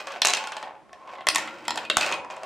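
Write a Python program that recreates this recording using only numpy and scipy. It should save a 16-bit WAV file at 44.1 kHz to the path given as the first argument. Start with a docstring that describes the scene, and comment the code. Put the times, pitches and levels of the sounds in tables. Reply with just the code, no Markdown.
"""A glass marble runs down a plastic tower on a cloth-covered table in a small, live room.
It clatters down the upright tubes, ticks against the walls, rumbles along the chutes and drops into
the base with a thud. Hard blows ring the piece they hit; rolling is a stream of tiny bumps that
sets the chutes singing and humming. The thin plastic rings briefly, and the room carries every
clack over a faint low noise."""
import sys
import numpy as np
from scipy import signal
from scipy.fft import rfft, irfft, next_fast_len
from scipy.io import wavfile
from scipy.ndimage import uniform_filter1d

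SR = 44100
rng = np.random.default_rng(int(sys.argv[2]) if len(sys.argv) > 2 else 0)


def master(y):
    """Save y as 16-bit WAV."""
    cut = np.clip(np.atleast_2d(y).T, -1, 1)
    pcm = np.round(cut * 32767)  # scale
    wavfile.write(sys.argv[1], SR, pcm.astype(np.int16))


N = 108045
HIT_S, CONTACT_S = .12, 0.00056  # length of one hit; its build-up while the marble presses in

# The voice of each plastic piece, one resonance a row: pitch_hz, width_hz, level_db
TOP_JOINT = [(804, 240, 10), (1020, 77, 21), (1750, 750, 21), (2650, 370, 13.5), (3490, 110, 28.5),
             (3980, 300, 25), (5550, 420, 24), (6820, 380, 10.5), (7890, 230, 16)]
UPPER_TUBE = [(800, 480, 8.7), (1200, 200, 13), (1696, 500, 16), (2200, 76, 15), (2740, 140, 18.3),
              (3360, 170, 11), (4130, 960, 18), (5700, 420, 17.4), (6220, 300, 20), (7000, 380, 18.5),
              (7850, 1100, 17)]
UPPER_BEND = [(600, 144, 14), (900, 300, 13.2), (1053, 110, 25.4), (1810, 84, 24.7), (2040, 160, 21.3),
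              (2500, 410, 9.5), (3260, 320, 15.2), (5500, 710, 7), (7560, 210, 13), (8400, 2100, 6)]
MIDDLE_TUBE = [(1040, 150, 17), (1980, 170, 19), (2600, 340, 18.3), (3420, 270, 18), (4280, 350, 20),
               (4640, 320, 20.6), (5380, 560, 22.4), (6150, 450, 18.7), (8800, 1400, 22)]
LOWER_BEND = [(950, 71, 21.6), (1394, 61, 19), (1870, 130, 17), (2600, 170, 9.1), (3320, 250, 12.7),
              (3990, 530, 12.2), (5210, 320, 13.3), (7400, 340, 12.2)]
LOWER_TUBE = [(613, 83, 19), (1110, 310, 16.6), (1500, 210, 17.6), (2200, 150, 19.5), (2740, 60, 24.7),
              (3220, 390, 20), (3716, 170, 20.5), (4400, 84, 12), (6940, 730, 8.8), (8200, 320, 4.9)]
BASE = [(700, 260, 16), (1020, 270, 20), (1520, 890, 21.5), (2600, 170, 10.6), (3300, 350, 6.4),
        (5470, 470, 9.6), (6800, 890, 20.4), (8100, 450, 20)]
# Head-on blows: start_s, piece, level_db, brightness_db_per_octave, thud_db, crack_db
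BLOWS = [(0.2184, TOP_JOINT, -0.5, 0, -65, -25), (0.2492, UPPER_TUBE, 3.5, -3, -35, -21.5),
         (0.2551, UPPER_TUBE, -4.5, 3.5, -38, -26), (0.2703, UPPER_TUBE, -7, 4, -28.5, -22),
         (0.3353, UPPER_TUBE, -.5, 0.5, -55, -32), (1.269, UPPER_BEND, -1, 1, -45.5, -26.5),
         (1.2867, MIDDLE_TUBE, 1, -0.5, -25, -20.5), (1.3581, UPPER_BEND, 1, 3.5, -33, -20),
         (1.6807, LOWER_BEND, 0.5, 0, -63, -32), (1.706, LOWER_BEND, -1, 0, -58, -37),
         (1.7741, LOWER_BEND, -3.5, -2.5, -62, -43), (1.8994, LOWER_TUBE, 1, 1, -60, -33.5),
         (1.9696, BASE, 3, -1.5, -18, -20)]
def clacks():
    """A head-on blow rings the broad, quickly damped resonances of a piece over dense wall modes."""
    out, t = np.zeros(N), np.arange(int(HIT_S * SR)) / SR
    pivot_hz, travel_s, attack_s = 2000, .0012, 0.00028
    for start, piece, level_db, bright_db, _, _ in BLOWS:
        hz, width, db = np.array(piece, float).T[:, :, None]
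        tilt_db = bright_db * np.log2(hz / pivot_hz)
        gain = undb(db + level_db + tilt_db) * 2 * np.pi * width / SR
        phase, lateness = rng.random((2, len(hz), 1))
        age = np.maximum(t - travel_s * lateness, 0)  # the resonances arrive one after another
        envelope = np.exp(-np.pi * width * age) * (1 - np.exp(-age / attack_s))
        ring = np.sum(gain * envelope * np.sin(2 * np.pi * (hz * age + phase)), axis=0)
        wall = unit(band(burst(t, t60=0.047), 1500, 4500)) * np.std(ring) * undb(-8)
        add(out, ring + wall * (1 - np.exp(-t / CONTACT_S)), start)
    return out


def thuds():
    """The same blows shove the whole tower: a bright crack and a damped swing with a deep underside."""
    out, t = np.zeros(N), np.arange(int(HIT_S * SR)) / SR
    underside = undb(-14) * band(fade(t, t60=0.0039), 25.3, 1000, order=1)
    swing = np.cos(2 * np.pi * 1340 * t) * fade(t, t60=0.0048) + underside
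    for start, _, _, _, thud_db, crack_db in BLOWS:
        crack = band(burst(t, t60=0.016), 3990, 14500, order=1)
        add(out, struck(swing, thud_db) + struck(crack, crack_db), start)
    return out


# Glancing knocks: start_s, body_db, body_hz, clack_db, clack_hz, click_db, click_hz
KNOCKS = [(0.0702, -32.5, 1108, -32, 1704, -37.5, 4900), (0.1048, -37, 1160, -34.5, 1600, -53, 5780),
          (0.1197, -51, 633, -39, 1650, -44, 5700), (0.1354, -41, 780, -36, 1500, -62, 4860),
          (0.16, -33, 690, -41, 1500, -66, 4660), (0.2846, -26.5, 1098, -22, 4000, -22.5, 6540),
          (0.2977, -25, 734, -26, 2600, -27, 6920), (0.304, -37, 900, -28, 2214, -25.5, 6560),
          (0.349, -46, 880, -36, 2770, -28, 5850), (0.37, -30.5, 880, -25, 2568, -28.5, 4400),
          (0.4392, -35, 820, -31.5, 1480, -39.5, 6400), (0.4717, -40, 800, -28, 1410, -34, 5330),
          (0.5198, -31.5, 1190, -29.5, 1585, -38.5, 5600), (0.567, -32, 860, -29.5, 1747, -35.5, 4630),
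          (0.6268, -30, 883, -33, 1836, -44.5, 4670), (0.672, -35, 862, -44, 1830, -71, 4970),
          (0.707, -43, 760, -52, 1750, -67, 5100), (0.752, -43.5, 850, -55, 1820, -71, 4930),
          (0.892, -47, 1026, -59.5, 1770, -77, 4950), (0.9302, -42, 723, -43, 1784, -51, 5570),
          (1.075, -42, 1020, -44, 2200, -59, 5500), (1.09, -36.5, 1076, -45, 1660, -68, 4900),
          (1.134, -38, 740, -49, 2115, -63, 7100), (1.153, -43, 1020, -40, 2190, -59, 7100),
          (1.183, -38, 1015, -42, 2020, -64, 5000), (1.2069, -38, 750, -37, 2090, -57, 5000),
          (1.22, -45, 1020, -62, 2130, -63, 7400), (1.3024, -34, 1080, -47, 4340, -32, 4900),
          (1.3475, -29, 1107, -25.5, 2640, -24, 7050), (1.382, -24, 910, -26.5, 1860, -29, 6530),
          (1.4747, -36, 1310, -31, 2060, -46, 7340), (1.6526, -53, 980, -37, 2087, -49, 8050),
          (1.7572, -30.5, 820, -37.5, 2695, -34, 4950), (1.7767, -32, 950, -25.5, 1803, -35, 7640),
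          (1.8505, -43, 642, -32, 2500, -45.5, 4500), (1.981, -31, 640, -24.5, 3570, -29, 5160),
          (2.0102, -31.5, 602, -22, 2600, -23, 4430), (2.0292, -28, 1300, -22, 2560, -36, 4900),
          (2.046, -31, 1250, -26, 1520, -38, 4500), (2.0626, -30, 591, -26.5, 2770, -30, 6740),
          (2.1147, -23.5, 980, -37, 2600, -39, 6800), (2.1235, -24, 970, -19.5, 2500, -31, 6600),
          (2.14, -30.5, 1082, -55, 2580, -39.5, 8300), (2.2468, -33, 1020, -59, 2630, -53, 5330),
          (2.3012, -33, 952, -37, 2470, -49, 4600), (2.3088, -35, 890, -58, 2600, -45.5, 6750),
          (2.3657, -36.5, 640, -44, 2700, -49, 7740), (2.4334, -32, 678, -41, 2690, -41.5, 4720)]
# Body, clack and click layers: low_hz, high_hz, wall_t60_s, wall_db, ring_t60_s, ring_db
KNOCK_LAYERS = [(573, 1980, 0.036, -5.5, 0.058, -3.5), (1540, 3690, 0.085, -7.5, 0.057, -5),
                (4200, 8400, 0.024, -1.5, 0.0042, 4.5)]
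def knocks():
    """A glancing knock: a snap, a soft low push and three bands of wall modes with one ring each."""
    out, t = np.zeros(N), np.arange(int(HIT_S * SR)) / SR
    for start, body_db, body_hz, clack_db, clack_hz, click_db, click_hz in KNOCKS:
        snap = struck(band(burst(t, t60=.007), 3000, 22000), click_db - 4.5)
        push = struck(band(burst(t, t60=0.073), 90, 520), body_db - 21.5)
        knock = snap + push
        voices = (body_db, body_hz), (clack_db, clack_hz), (click_db, click_hz)
        for (low, high, wall_t60, wall_db, ring_t60, ring_db), (db, hz) in zip(KNOCK_LAYERS, voices):
            knock += struck(band(burst(t, wall_t60), low, high, order=3), db + wall_db)
            knock += struck(struck_spot(t, hz) * fade(t, ring_t60), db + ring_db)
        add(out, knock * (1 - np.exp(-t / CONTACT_S)), start)
    return out


def struck_spot(t, hz):
    """A mode of the struck spot and two weaker neighbours blend into one broad ring."""
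    upper, lower = hz * (1 + 0.07 * rng.uniform(0.52, 2.24, 2) * np.array([1, -1]))
    neighbours = np.sin(2 * np.pi * upper * t) + np.sin(2 * np.pi * lower * t)
    return np.sin(2 * np.pi * hz * t) + 0.22 * neighbours


# Fader moves of the roll, before each layer's trim: time_s, rumble_db, grit_db
ROLL_FADERS = [(0, -26, -25.5), (.04, -44.5, -42), (.08, -32, -34), (0.171, -34, -34.5), (.205, -46, -54),
               (.26, -29, -24), (.38, -31, -26.5), (.5, -40, -42), (.65, -33, -41.5), (0.762, -44.5, -71),
               (0.876, -63.5, -83.5), (0.901, -56.5, -71.5), (1.0, -46, -53.5), (1.06, -40, -52.5),
               (1.13, -38, -40.5), (1.2, -38.5, -55), (1.255, -56, -58), (1.39, -33, -28), (1.5, -38, -39),
               (1.62, -40.5, -41), (1.72, -36, -41), (1.84, -30, -37), (1.89, -65, -67), (1.96, -45, -58),
               (2.018, -25.5, -17.5), (2.14, -27, -29), (2.2, -32, -52), (2.288, -44, -56),
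               (2.314, -32, -36), (2.399, -34.5, -46.5), (2.44, -31.5, -42)]
# Resonances of the chute: pitch_hz, width_hz, level_db
CHUTE_MODES = [(562.6, 63, 3.5), (640, 43, -8), (755.4, 18, 4), (880, 150, -0.5), (996, 152, -2),
               (1048, 26, -18), (1520, 280, -20.5)]
# Tone of the grit: frequency_hz, gain_db
GRIT_EQ = [(100, -52.5), (900, -41.5), (1400, 6), (1850, 1.5), (2600, 1.5), (3400, -7.5), (5000, -8),
           (8000, -15.5), (11000, -31), (15000, -12)]
def rolling():
    """Tiny bumps under the rolling marble ring the chute, with a gritty treble on top."""
    t = np.arange(N) / SR
    times, rumble_db, grit_db = np.array(ROLL_FADERS).T
    rumble = band(ring_modes(bumps(per_s=1900, spread_db=2.5), CHUTE_MODES), 450, 2020)
    grit = colour(bumps(per_s=650, spread_db=0), GRIT_EQ)
    grit = signal.fftconvolve(grit, burst(t[:int(HIT_S * SR)], t60=0.0147))[:N]
    rumble = steady(rumble, samples=2600) * undb(np.interp(t, times, rumble_db) - 9.5)
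    grit = steady(grit, samples=3000) * undb(np.interp(t, times, grit_db) - 9)
    return rumble + grit


def bumps(per_s, spread_db):
    """Tiny impacts at random times; more spread makes their sizes more uneven."""
    chance, size, sign = rng.random(N), rng.exponential(size=N), rng.choice([-1, 1], N)
    return (chance < per_s / SR) * sign * undb(spread_db * np.minimum(size, 4))


# Modes of the whole tower: pitch_hz, t60_s, level_db
TOWER_MODES = [(222, .4, 1), (323, .45, 2), (620, .25, -2), (698, .25, -4), (850, .25, -3), (1098, .25, -3),
               (1295, .3, -2), (1357, .35, 1), (1492, .3, -2), (1839, .2, -8), (2495, .25, -6),
               (2682, .25, -6), (2821, .25, -5), (2979, .25, -5), (3905, .2, -11), (6250, .2, -8)]
def tower_ring(contacts):
    """The joined tubes ring on after every contact."""
    modes = [(hz, np.log(1000) / (np.pi * t60), db) for hz, t60, db in TOWER_MODES]
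    return ring_modes(contacts, modes)


# Fader moves of the upper chute's singing and the lower chute's hum: time_s, level_db
SING_FADER = [(0, -74), (0.301, -46), (.45, -41), (.64, -52), (.8, -78), (0.921, -51.5), (1.03, -49.5),
              (1.1, -42), (1.22, -43.5), (1.3, -61), (2.45, -57)]
HUM_FADER = [(0, -55.5), (1.248, -67.5), (1.33, -40.5), (1.5, -44.5), (1.6, -49.5), (1.72, -41),
             (1.84, -52), (2.0, -41), (2.13, -52), (2.25, -73), (2.45, -75)]
# Resonances of the hum: pitch_hz, width_hz, level_db
HUM_MODES = [(126.6, 40, 0.5), (180, 25, -9.5), (228, 22, 9.5), (313.6, 18, 16.5), (349, 12.7, -14.5)]
def chute_tones():
    """Steady rolling keeps a narrow tone of the upper chute and the low hum of the lower one going."""
    t = np.arange(N) / SR
    push = rng.standard_normal(N)
    sing = band(resonate(push, hz=1102, width_hz=40), 1000, 1082)
    hum = band(ring_modes(push, HUM_MODES), 99, 330)
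    sing_db = np.interp(t, *np.array(SING_FADER).T)
    hum_db = np.interp(t, *np.array(HUM_FADER).T)
    return steady(sing) * undb(sing_db) + steady(hum) * undb(hum_db)


# Swells of single wall modes: middle_s, length_s, pitch_hz, level_db
WALL_SWELLS = [(0.42, 0.42, 880, -43), (0.093, 0.21, 1200, -47), (1.428, 0.43, 1390, -41),
               (2.296, 0.3, 985, -45.5)]
def wall_rings():
    """One narrow wall mode swells and dies away as the marble rolls past its place."""
    out, t = np.zeros(N), np.arange(N) / SR
    for middle, length, hz, db in WALL_SWELLS:
        ring = resonate(rng.standard_normal(N), hz, width_hz=26)
        ring = resonate(ring, hz, width_hz=104)
        swell = np.cos(np.pi * np.clip((t - middle) / length, -.5, .5))
        out += steady(ring) * undb(db) * swell
    return out


# Early reflections: delay_s, level_db
ECHOES = [(.0118, -17.5), (0.0125, -13), (0.0165, -18.5)]
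def near_echoes(direct):
    """The table and near walls throw back dull copies of the sound."""
    out, dull = np.zeros(N), band(direct, 160, 5500, order=1)
    for delay, db in ECHOES:
        add(out, undb(db) * dull, delay)
    return out


# Reverb bands: centre_hz, t60_s, level_db
REVERB_BANDS = [(120, 0.95, -2), (251, 0.8, 0), (520, 0.23, -1), (970, 0.57, -8.5), (1820, 0.46, -5.5),
                (4070, 0.27, -5), (7760, 0.31, -12), (14100, 0.18, -0.5)]
def room(send):
    """Diffuse reverberation with its own decay and level in each octave."""
    t, freqs = np.arange(SR) / SR, np.fft.rfftfreq(SR, 1 / SR)
    predelay_s, build_s = 0.0011, 0.00067
    onset = np.clip((t - predelay_s) / build_s, 0, 1)
    noise, tail = rfft(rng.standard_normal(SR)), 0
    for centre_hz, t60, db in REVERB_BANDS:
        share = along([(hz, hz == centre_hz) for hz, _, _ in REVERB_BANDS], freqs)
        envelope = fade(t, t60) * onset
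        tail += irfft(noise * share, SR) * envelope * undb(db) / np.sqrt(np.sum(envelope ** 2))
    return undb(1) * signal.fftconvolve(send, tail)[:N]


# Tone of the background noise: frequency_hz, gain_db
ROOM_TONE_EQ = [(25, -17.5), (60, 0), (130, -5.5), (220, -4), (320, -0.5), (600, -3.5), (1500, -10),
                (4000, -24), (9000, -30), (15000, -36)]
def room_tone():
    """The room's faint, steady low noise."""
    return undb(-56.5) * unit(colour(rng.standard_normal(N), ROOM_TONE_EQ))


def undb(db):
    """Decibels to gain."""
    return 10 ** (np.asarray(db) / 20)


def unit(x):
    """Scale to rms 1."""
    return x / np.sqrt(np.mean(x ** 2) + 1e-20)


def steady(x, samples=4000):
    """Even out the slow swells of a ringing sound."""
    return x / np.sqrt(uniform_filter1d(x ** 2, samples) + 1e-12)


def struck(x, db):
    """Set the rms level of the first 6 ms of a hit."""
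    return x * undb(db) / np.sqrt(np.mean(x[:int(.006 * SR)] ** 2))


def fade(t, t60):
    """Fall by 60 dB in t60 seconds."""
    return np.exp(-np.log(1000) * t / t60)


def burst(t, t60):
    """A dying cluster of many close modes with an even spectrum."""
    envelope = fade(t, t60)
    x = rng.standard_normal(len(t)) * envelope
    for _ in range(3):  # flatten the spectrum, then restore the decay
        spectrum = rfft(x)
        x = irfft(spectrum / (abs(spectrum) + 1e-12), len(t)) * np.minimum(1, 2 * envelope)
    return x


def resonate(x, hz, width_hz):
    """One resonance, gain 1 at its centre."""
    return signal.lfilter(*signal.iirpeak(hz, hz / width_hz, fs=SR), x)


def ring_modes(x, modes):
    """Drive several resonances side by side."""
    return sum(undb(db) * resonate(x, hz, width_hz) for hz, width_hz, db in modes)


def band(x, low_hz, high_hz, order=2):
    """Causal band-pass."""
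    return signal.sosfilt(signal.butter(order, [low_hz, high_hz], "band", fs=SR, output="sos"), x)


def along(points, freqs):
    """Read (Hz, value) points on a log-frequency axis."""
    hz, values = np.array(points, float).T
    return np.interp(np.log(freqs + 1), np.log(hz), values)


def colour(x, points):
    """Minimum-phase EQ through (Hz, dB) points."""
    n = next_fast_len(2 * x.shape[-1])
    n += n % 2
    gain = undb(along(points, np.fft.rfftfreq(n, 1 / SR)))
    cepstrum = irfft(np.log(gain))
    cepstrum[1:n // 2] *= 2
    cepstrum[n // 2 + 1:] = 0
    return irfft(rfft(x, n) * np.exp(rfft(cepstrum)))[..., :x.shape[-1]]


def add(out, x, start_s):
    """Mix x into out at a given time."""
    i = int(start_s * SR)
    out[i:i + len(x)] += x[:max(0, len(out) - i)]


# Stereo width of the room: frequency_hz, side_against_mid_db
ROOM_WIDTH = [(50, -4), (125, 4.5), (250, 0), (600, -14.5), (1400, -11.5), (2800, -9), (5600, -6.5),
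              (10000, -1), (15000, -4.5)]
def scene():
    """The marble straight ahead, its deepest thud to the right and the room all around."""
    contacts = knocks() + clacks() + rolling()
    direct = contacts + undb(-1.5) * tower_ring(contacts) + wall_rings()
    thud, tones = thuds(), chute_tones()
    send = direct + undb(-8) * thud + undb(-16) * tones
    mid = room(send) + room_tone() + near_echoes(direct)
    side = colour(room(send) + room_tone(), ROOM_WIDTH)
    sheen = resonate(resonate(direct, 9300, 2000), 9300, 2000)  # a narrow strip of treble spreads wide
    side += undb(-2.5) * sheen
    deep = band(thud, 15, 75) * undb([[-13.5], [9.5]])  # left, right
    return direct + thud + deep + undb(-1.5) * tones + mid + side * np.array([[1], [-1]])


# Tone of the microphone: frequency_hz, gain_db
MIC_EQ = [(30, -14.5), (200, -4), (420, -1.5), (620, 2.5), (1000, 0), (1600, -3.5), (2600, 0), (4400, -1),
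          (7000, -2.5), (9500, -2.5), (12000, -8.5), (15500, -23.5)]
def record(dry):
    """Microphone colour, slightly rounded peaks and a steep top cut."""
    ceiling, top_hz = .95, 16000
    coloured = colour(dry, MIC_EQ)
    rounded = coloured / (1 + (coloured / ceiling) ** 4) ** .25
    return signal.sosfilt(signal.ellip(8, .2, 80, top_hz, fs=SR, output="sos"), rounded)


dry = scene()
out = record(dry)
master(out)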